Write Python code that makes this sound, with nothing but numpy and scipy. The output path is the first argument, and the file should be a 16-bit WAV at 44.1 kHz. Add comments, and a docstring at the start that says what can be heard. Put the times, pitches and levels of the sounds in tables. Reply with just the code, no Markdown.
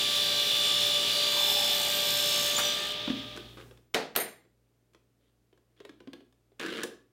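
"""A table saw rips a board: its teeth whine at multiples of the shaft speed over the noisy rush of the
blade. The offcut chatters and breaks free with a crack, then the saw fades away.
At a wooden bench, decaying noise and ringing tones make knocks on a jig, heavy blows, and a steel clamp
laid down ringing; shaped noise makes another clamp slide along its groove.
A small workshop answers with dying noise, over a faint mains hum and hiss."""
import sys
import numpy as np
from scipy import signal
from scipy.fft import rfft, irfft, next_fast_len
from scipy.io import wavfile

SR = 44100
rng = np.random.default_rng(int(sys.argv[2]) if len(sys.argv) > 2 else 0)


def dump(signal):
    """Clip the signal to [-1, 1] and save it as 16-bit WAV at the path in sys.argv[1]."""
    limited = np.clip(np.atleast_2d(signal).T, -1, 1)
    pcm = np.round(limited * 32767).astype(np.int16)
    wavfile.write(sys.argv[1], SR, pcm)


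N = 313979
T = np.arange(N) / SR  # the time of every sample, in seconds


def amp(db):
    """Turn decibels into a gain."""
    return 10 ** (np.asarray(db) / 20)


def unit(x):
    """Scale x to an average strength (rms) of 1."""
    return x / np.sqrt(np.mean(x ** 2) + 1e-20)


def sine(hz):
    """A steady pure tone of rms 1."""
    return np.sqrt(2) * np.sin(2 * np.pi * hz * T)


def along(points, hz):
    """Read a curve of (frequency, value) points, joined by straight lines on a log axis."""
    f, v = np.transpose(points)
    return np.interp(np.log(hz + 1), np.log(f + 1), v)


def ramp(start, end):
    """0 before start, 1 after end, a straight line between."""
    return np.clip((T - start) / (end - start), 0, 1)


def since(s):
    """Seconds since s, zero before it."""
    return np.maximum(T - s, 0)


def stroke(s, length, rise_db_per_s, fall_db_per_s):
    """A gain that rises to 1 at s, holds for the length and falls away."""
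    before = np.maximum(s - T, 0)
    return amp(-rise_db_per_s * before - fall_db_per_s * since(s + length))


def wobble(rate):
    """A randomly wandering curve that takes a new direction rate times a second."""
    knots = rng.standard_normal(int(N * rate / SR) + 2)
    return np.interp(T * rate, np.arange(len(knots)), knots)


def filtered(x, response):
    """Multiply each frequency in x by a response."""
    m = next_fast_len(len(x) + 4096)
    spectrum = rfft(x, m) * response(np.fft.rfftfreq(m, 1 / SR))
    return irfft(spectrum, m)[:len(x)]


def coloured(x, spectrum):
    """Shape x with a table of frequencies and levels, then scale it to rms 1."""
    return unit(filtered(x, lambda hz: amp(along(spectrum, hz))))


def noise(spectrum, size=N):
    """Coloured noise of rms 1."""
    return coloured(rng.standard_normal(size), spectrum)


def resonant(x, centre_hz, q):
    """Pass x through one resonance, narrower for a higher q, then scale it to rms 1."""
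    return unit(filtered(x, lambda hz: 1 / (1 + 1j * q * (hz / centre_hz - centre_hz / (hz + 1)))))


def ring(modes, t, spread_db):
    """Sum of dying tones, each at a new random strength for every blow."""
    total = 0
    for hz, db, t60 in modes:
        level_db = db + spread_db * rng.standard_normal() - 60 * t / t60
        total = total + amp(level_db) * np.sin(2 * np.pi * (hz * t + rng.random()))
    return total


def add(track, s, sound):
    """Mix a sound into the track at s seconds."""
    part = track[round(s * SR):][:len(sound)]
    part += sound[:len(part)]


# how long the workshop rings: (frequency [Hz], time to fall by 60 dB [s])
ROOM = [(150, 0.56), (500, 0.37), (1500, 0.37), (4000, 0.35), (8000, 0.3), (15000, 0.26)]


def dying(size):
    """Noise in which each frequency dies at the workshop's own speed, after a soft start."""
    hz, t, z = signal.stft(rng.standard_normal(size), SR, nperseg=256)
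    decay = amp(-60 * t / along(ROOM, hz)[:, None])
    tail = signal.istft(z * decay, SR, nperseg=256)[1][:size]
    return tail * (1 - np.exp(-np.arange(size) / SR / 0.005))


def in_room(x, wet_db):
    """x plus the workshop's answer, made by smearing x with dying noise."""
    tail = dying(SR // 2)
    answer = signal.fftconvolve(x, tail / np.linalg.norm(tail))[:len(x)]
    return x + amp(wet_db) * answer


# the mains hum, before the background gain: (frequency [Hz], level [dB])
MAINS = [(57.5, -78.5), (118, -75.5)]
# colour of the background hiss: (frequency [Hz], relative level [dB])
FLOOR = [(25, -31), (55, -7), (85, -17.5), (200, -12), (400, -12.5), (900, -26.5), (4000, -33),
         (15500, -38)]
# gain of hum and hiss together: (time [s], level [dB])
BACKGROUND_LEVEL = [(2.4, 7.5), (3.1, 19.5), (3.68, 18), (3.9, 1)]


def workshop():
    """Noise for hiss and slowly wavering tones for mains hum, strongest while the saw dies away."""
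    hum = sum(amp(db + wobble(2.7)) * sine(hz) for hz, db in MAINS)
    hiss = amp(-75.5) * noise(FLOOR)
    times, levels_db = np.transpose(BACKGROUND_LEVEL)
    return amp(np.interp(T, times, levels_db)) * (hum + hiss)


# colour of the scraping: (frequency [Hz], relative level [dB])
SCRAPE = [(90, -28.5), (240, 0.5), (420, 1), (600, -9), (850, -21), (1200, -9.5), (1620, -10), (2400, -12),
          (3200, -11), (4200, -16), (6000, -28), (10500, -32.5), (15500, -59)]
# rubs: the clamp's foot in its groove, and at 5.2 s a hand on the screw handle: # (start [s], length [s], level
# [dB], resonance [Hz])
RUBS = [(3.573, 0.046, -50, 1186), (5.208, .09, -80, 3400), (5.767, 0.055, -70, 3330),
        (6.6, .09, -40, 1620), (6.7, .075, -42, 3120), (6.779, .05, -42, 1620)]
# how fast each rub grips and lets go
RUB_RISE_DB_PER_S, RUB_FALL_DB_PER_S = 3500, 1204
RUB_RING_DB, RUB_RING_Q = -7, 7  # the resonance against the scrape


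def slide():
    """The clamp's foot scrapes in a dense run of tiny slips; the resonance shifts along the groove."""
    slips_per_s = 110 * amp(4 * wobble(70))
    since_slip = np.cumsum(slips_per_s) / SR % 1  # goes from 0 to 1 between slips
    friction = amp(-11 * since_slip + 2.5 * wobble(400)) * rng.standard_normal(N)
    rub = coloured(friction, SCRAPE)
    strokes = np.zeros(N)
    for s, length, db, hz in RUBS:
        grip = amp(db) * stroke(s, length, RUB_RISE_DB_PER_S, RUB_FALL_DB_PER_S)
        strokes += grip * (rub + amp(RUB_RING_DB) * resonant(friction, hz, RUB_RING_Q))
    return in_room(strokes, wet_db=-6.5)


# ringing tones of the steel bar: (frequency [Hz], relative level [dB], time to fall by 60 dB [s])
STEEL = [(6470, -18, 0.33), (7390, -11.5, 0.39), (9150, -13, .3), (9330, -3.5, 0.24), (12240, 4, 0.16),
         (14020, -20.5, 0.33), (14550, -7.5, 0.25), (15560, -10.5, 0.12)]
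# broad resonances of the clamp's loose jaw: (frequency [Hz], relative level [dB])
JAW = [(1970, -25), (4050, -34.5)]
# steel meets the bench: (time [s], level [dB])
CLINKS = [(4.1618, -26), (4.176, -36.5), (4.2012, -42.5), (4.25, -50.5)]
# bright chink of each contact: pitch, relative level, time to fall by 60 dB
CHINK_HZ, CHINK_DB, CHINK_T60_S = 12580, 3.5, .015


def clamp_bar():
    """The steel bar lands, bounces with bright chinks and rings unsteadily; its loose jaw rattles."""
    track, t = np.zeros(N), np.arange(SR * 3 // 4) / SR
    for s, db in CLINKS:
        chink_noise = resonant(rng.standard_normal(len(t)), CHINK_HZ, q=10)
        chink = amp(CHINK_DB - 60 * t / CHINK_T60_S) * chink_noise
        jaw = sum(amp(level) * resonant(dying(len(t)), hz, q=5) for hz, level in JAW)
        add(track, s, amp(db) * (ring(STEEL, t, spread_db=1.5) + chink + jaw))
    unsteady = amp(3.5 * wobble(200) - 2)
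    return in_room(track * unsteady, wet_db=-8)


# colours of a wooden clack and of a sharp tick: (frequency [Hz], relative level [dB])
CLACK = [(40, -44), (200, -2), (750, -8), (1100, -2.5), (1700, -4.5), (3500, -3), (5000, -12.5),
         (8000, -28), (16000, -44)]
TICK = [(2500, -17.5), (5500, 3.5), (10000, -2), (16000, -10.5)]
# colour of a heavy blow's tail: (frequency [Hz], relative level [dB])
BODY = [(50, -48.5), (140, -12), (250, -5.5), (480, 1.5), (720, 1.5), (1000, -7.5), (1900, -7),
        (2800, -11.5), (4200, -10.5), (5500, -17.5), (16000, -35)]
# ringing tones of the bench top: (frequency [Hz], relative level [dB], time to fall by 60 dB [s])
BENCH = [(264, -14, .38), (445, 2.5, 0.33), (742, -2, 0.24), (1360, -11, .11)]
# heavy blows on the bench: (time [s], level [dB], ring of the bench top against the blow [dB])
BLOWS = [(3.94, -26, -13), (3.944, -14.5, -15), (3.948, -22, -16), (4.1524, -28.5, -24.5),
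         (4.1605, -16.5, -20.5)]


def blows():
    """A heavy blow cracks, rings the bench top and fills the bench's frame and the room with a tail."""
    track, t = np.zeros(N), np.arange(SR * 3 // 4) / SR
    for s, db, ring_db in BLOWS:
        contact_noise = noise(CLACK, size=len(t)) + amp(-10) * noise(TICK, size=len(t))
        contact = amp(-60 * t / .022) * contact_noise
        body = amp(-27.5) * coloured(dying(len(t)), BODY)
        top = amp(ring_db) * ring(BENCH, t, spread_db=3.5) * (1 - np.exp(-t / 0.0046))
        soft_start = 1 - np.exp(-t / 0.00079)
        add(track, s, amp(db) * (contact + body + top) * soft_start)
    return track


# ringing tones of the wooden jig, varied a little at each knock:
# (frequency [Hz], relative level [dB], time to fall by 60 dB [s])
JIG = [(488, -6, .12), (1090, -5, 0.087), (1620, -1.5, 0.049), (3400, -2.5, .045)]
# knocks on jig and bench; a hard contact ticks more and thuds less:
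# (time [s], level [dB], hardness [dB], thud pitch [Hz])
KNOCKS = [(3.076, -31, -6.5, 273), (3.1, -29, -5, 255), (3.349, -47, -12, 260), (3.363, -36.5, 6.5, 400),
          (3.373, -31.5, 2.5, 300), (3.71, -48, 1, 410), (3.773, -54, 6.5, 395), (4.45, -66, -12.5, 335),
          (4.934, -61, 12, 401), (4.947, -51.5, 3.5, 348), (5.528, -59, -2, 398), (5.575, -59, 5, 494),
          (5.802, -43.5, -1.5, 402), (5.85, -40, 3.5, 406), (5.893, -43, -1.5, 285),
          (6.003, -46.5, -5.5, 299), (6.073, -44.5, -9, 266), (6.132, -36, 1, 308), (6.205, -54, -3, 354),
          (6.325, -60.5, 7.5, 396), (6.518, -65.5, -10.5, 399), (6.596, -32, 8.5, 344),
          (6.611, -33.5, 4.5, 386), (6.662, -33, 8, 350), (6.833, -24, 14, 390), (6.838, -32.5, -4.5, 413)]
TICK_DB = -17  # the tick of a contact of hardness 0, against the knock's level


def knocks():
    """Each contact gives a sharp tick, a wooden clack and a thud at its own pitch, and rings the jig."""
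    track, t = np.zeros(N), np.arange(SR // 2) / SR
    for s, db, hardness_db, thud_hz in KNOCKS:
        tick = amp(db + TICK_DB + hardness_db - 60 * t / 0.027) * noise(TICK, size=len(t))
        clack = amp(db - 2.5 - 60 * t / 0.024) * noise(CLACK, size=len(t))
        thud_noise = resonant(rng.standard_normal(len(t)), thud_hz, q=3.4)
        thud_noise = resonant(thud_noise, thud_hz, q=1.2)
        thud = amp(db - hardness_db - 0.5 - 60 * t / 0.066) * thud_noise
        # stretching time shifts the jig's pitch and decay together
        stretched = t * (1 + 0.055 * rng.standard_normal())
        wood = amp(db - 11.5) * ring(JIG, stretched, spread_db=2.5)
        knock = in_room(tick + clack + wood, wet_db=-9.5) + in_room(thud, wet_db=-6.5)
        add(track, s, knock * (1 - np.exp(-t / 0.00065)))
    return track


# colour of the offcut breaking free: (frequency [Hz], relative level [dB])
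CRACK = [(250, -9.5), (600, -3.5), (1300, 0.5), (3500, -7), (5000, -11), (12000, -13)]
CRACK_S, CRACK_LENGTH_S, CRACK_DB, CRACK_FALL_DB_PER_S = 2.581, .014, -28.5, 328


def crack():
    """The offcut breaks free and clatters against the teeth: one short, ragged burst of noise."""
    burst = stroke(CRACK_S, CRACK_LENGTH_S, rise_db_per_s=6002.0, fall_db_per_s=CRACK_FALL_DB_PER_S)
    return amp(CRACK_DB) * burst * unit(amp(2.1 * wobble(350)) * noise(CRACK))


# the thin offcut chatters as it comes free: when it reaches full strength, how long it holds, level
CHATTER_S, CHATTER_LENGTH_S, CHATTER_DB = 1.36, 0.49, -45
CHATTER_RISE_DB_PER_S, CHATTER_FALL_DB_PER_S = 99.5, 46
# its resonance sinks from high to low with this time constant
CHATTER_HIGH_HZ, CHATTER_LOW_HZ, CHATTER_SINK_S = 985, 786, .12


def chatter():
    """The offcut buzzes in a broad resonance that sinks as the strip grows longer."""
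    loose = stroke(CHATTER_S, CHATTER_LENGTH_S, CHATTER_RISE_DB_PER_S, CHATTER_FALL_DB_PER_S)
    sink = np.exp(-since(CHATTER_S) / CHATTER_SINK_S)
    hz = CHATTER_LOW_HZ + (CHATTER_HIGH_HZ - CHATTER_LOW_HZ) * sink
    tone = np.sqrt(2) * np.sin(2 * np.pi * np.cumsum(hz) / SR)
    return amp(CHATTER_DB) * loose * unit(wobble(260)) * tone  # the fast wobble broadens the tone


FAN_HZ, FAN_DB = 414, -52.5


def fan():
    """A fan beside the saw holds its own steady pitch while its level wavers."""
    return amp(FAN_DB + 2 * wobble(16)) * sine(FAN_HZ)


# the blade goes deeper into the board, then breaks out of its end and spins up (time constant)
DEEPER_S, DEEPEST_S, BREAKOUT_S, SPIN_UP_S = .9, 1.7, 2.58, 0.22
# shaft speed early in the cut, deep in the cut and running free, in turns per second
LOADED_TURNS, EASED_TURNS, FREE_TURNS = 58.42, 58.58, 59.75


def shaft_speed(progress):
    """The wood drags the motor down; it spins up once the blade is through."""
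    loaded = LOADED_TURNS + progress * (EASED_TURNS - LOADED_TURNS)
    drag = np.exp(-since(BREAKOUT_S) / SPIN_UP_S)
    speed = FREE_TURNS + (loaded - FREE_TURNS) * drag
    return speed * (1 + .0008 * wobble(10))


def line(order, turn, flutter_db, rate, beat_db=0):
    """A tone of rms 1 at a multiple of the shaft speed; it flutters, and beats once a turn."""
    k = np.round(order)
    swell_db = flutter_db * (wobble(rate) + 0.88 * wobble(5 * rate))
    beat = np.sin(2 * np.pi * turn + k)  # from the wobble of the blade
    return unit(amp(swell_db + beat_db * beat) * np.sin(2 * np.pi * k * turn + k ** 2))


def every_turn(turn, groups_db=0, size=8192, count=280):
    """Uneven teeth repeat a pattern each turn, slowly changing with the grain."""
    orders = np.arange(count)
    # ten groups of teeth lift every tenth order in the treble
    strength = amp(groups_db * ((orders % 10 == 0) & (orders > 125)))

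    def pattern():
        """One random shape, repeated each turn."""
        one_turn = irfft(strength * np.exp(2j * np.pi * rng.random(count)), size)
        return np.interp(turn % 1, np.arange(size) / size, one_turn)

    return pattern() + .5 * wobble(6) * pattern() + .5 * wobble(6) * pattern()


# swells in which the blade sings: (middle [s], length [s], multiple of shaft speed, level [dB])
SINGS = [(0.297, 0.38, 80, -46.5), (0.458, 0.72, 100, -52.5), (0.63, 0.24, 180, -55.5),
         (0.806, 1, 50, -42.5), (0.741, 0.68, 60, -35.5), (0.745, 0.38, 90, -45), (0.78, 0.34, 120, -57),
         (1.22, .28, 80, -38.5), (1.447, 0.84, 69, -43), (1.501, 0.65, 60, -37), (1.577, 0.46, 90, -40),
         (2.27, 0.64, 90, -40), (2.425, 0.46, 110, -45.5), (2.574, 0.02, 120, -27.5),
         (2.667, 0.18, 100, -39.5), (2.825, 0.16, 30, -46)]


def singing(turn):
    """The blade plate catches on one multiple of the shaft speed, swells into song and lets go."""
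    song = np.zeros(N)
    for s, length, k, db in SINGS:
        swell = np.cos(np.pi * np.clip((T - s) / length, -.5, .5))
        song += amp(db) * swell * line(k, turn, flutter_db=1.2, rate=9, beat_db=8)
    return song


# colour of flying chips and of a grazing tooth: (frequency [Hz], relative level [dB])
CHIPS = [(3000, -6.5), (7500, 4.5), (11000, -4), (14000, 2), (16000, -11.5)]
# one tooth grazes the passing board: (start [s], length [s], level [dB])
GRAZES = [(2.303, .17, -41.5), (2.807, .115, -47.5)]


def graze(turn):
    """One proud tooth brushes the sawn edge once a turn, as a burst of noise that dies within the turn."""
    touch = amp(-35 * (turn % 1))
    passing = sum(amp(db) * stroke(s, length, rise_db_per_s=91, fall_db_per_s=399)
                  for s, length, db in GRAZES)
    return passing * unit(touch * noise(CHIPS))


# hum of the turning blade, a little weaker before the deep cut: (multiple of shaft speed, level [dB])
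HUM = [(10, -43), (16, -56.5), (20, -47), (21, -53.5), (27, -53.5), (30, -54)]
# whine of the teeth: (multiple of shaft speed, level against the cutting level [dB])
WHINE = [(40, -10.5), (50, -4.5), (60, 1), (69, -2.5), (75, -10), (79, -10), (80, -8), (90, -12),
         (100, -12), (110, -14), (120, -10.5), (180, -17.5)]
# squeal of the back teeth: (multiple of shaft speed, level against the squeal level [dB])
SQUEAL = [(230, -8), (240, -7.5), (241, -8.5), (250, -12.5)]
# colours of the blade's air, the teeth's rasp and the cabinet's rumble:
# (frequency [Hz], relative level [dB])
AIR = [(700, -33), (1500, -25.5), (2300, -9.5), (2900, -5.5), (3300, 1), (3600, 1), (4000, -7), (4500, -11),
       (6000, -20.5), (10000, -40), (16000, -43)]
TEETH = [(1200, -22), (2400, -4.5), (3600, 13), (4400, 3), (5300, 4.5), (6300, -4), (8000, -3.5),
         (9500, -11), (16000, -21.5)]
CABINET = [(30, -32), (60, -16), (120, 2), (220, 0.5), (480, 0), (800, 0.5), (1100, -7), (1800, -1),
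           (3500, -21.5)]
# rush of the blade, and the cut and squeal before the deep cut
AIR_DB, CUT_DB, SQUEAL_DB = -32, -36.5, -46
# how the deep cut changes them, and when the squeal is at its fullest
DEEP_CUT_DB, DEEP_SQUEAL_DB, FULL_SQUEAL_S = -1.5, 8, 1.6
# how fast cutting and squeal die down around the breakout
CUT_FALL_DB_PER_S, SQUEAL_FALL_DB_PER_S = 18.5, 47.5
FADE_FROM_S, FADE_UNTIL_S, FADE_POWER = 2.69, 3.68, 1.58  # the saw fades away


def saw():
    """Blade air, cabinet rumble, hum and fan, with the whine, squeal, rasp and chip spray of the cut."""
    progress = ramp(DEEPER_S, DEEPEST_S)
    cut_db = CUT_DB + DEEP_CUT_DB * progress - CUT_FALL_DB_PER_S * since(BREAKOUT_S)
    squeal_db = SQUEAL_DB + DEEP_SQUEAL_DB * ramp(DEEPER_S, FULL_SQUEAL_S)
    squeal_db = squeal_db - SQUEAL_FALL_DB_PER_S * since(BREAKOUT_S - .1)

    turn = np.cumsum(shaft_speed(progress)) / SR  # turns made so far
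    # the blade shudders in its slot, blurring its high tones
    shaken = turn + .00035 * wobble(160)

    hum = sum(amp(db - 2.5 * (1 - progress)) * line(k, turn, flutter_db=2.5, rate=5.6) for k, db in HUM)
    whine_beat_db = 2.5 + 3 * progress
    whine = amp(cut_db) * sum(
        amp(db) * line(k, shaken, flutter_db=2, rate=5, beat_db=whine_beat_db) for k, db in WHINE)
    squeal = amp(squeal_db) * sum(
        amp(db) * line(k, shaken, flutter_db=4.5, rate=6.7, beat_db=5.0) for k, db in SQUEAL)
    rasp = amp(cut_db + 1.8) * coloured(every_turn(shaken, groups_db=12), TEETH)

    # each of the ten groups of teeth throws a puff of chips, more on one side of the turn
    group_db = 5 * np.sin(2 * np.pi * 10 * turn)
    side_db = 3.5 * np.sin(2 * np.pi * turn)
    puffs = amp(group_db + side_db + wobble(120))
    chips = amp(squeal_db) * unit(puffs * noise(CHIPS))

    air = amp(AIR_DB + 0.98 * wobble(50)) * noise(AIR)
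    cabinet = amp(-45.0) * noise(CABINET) + amp(-48.0) * coloured(every_turn(turn), CABINET)
    in_wood = 1 - ramp(2.92, 2.98)
    blade = air + in_wood * (chips + whine + squeal + rasp) + graze(turn) + singing(turn)
    fade = (1 - ramp(FADE_FROM_S, FADE_UNTIL_S)) ** FADE_POWER
    return fade * (cabinet + hum + fan() + chatter() + blade)


def scene():
    """The workshop's background, the work at the bench and the saw, added together."""
    bench_work = slide() + clamp_bar() + blows() + knocks()
    return (workshop() + bench_work + crack() + saw())[None]


TOP_HZ = 15800


def record(dry):
    """Weaken the deepest rumble and keep nothing from TOP_HZ up."""
    def response(hz):
        """A gentle bass cut around 28 Hz and a sharp treble limit."""
        return (hz < TOP_HZ) * hz ** 3 / (hz ** 3 + 28 ** 3)

    return np.array([filtered(x, response) for x in dry])


dry = scene()
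out = record(dry)
dump(out)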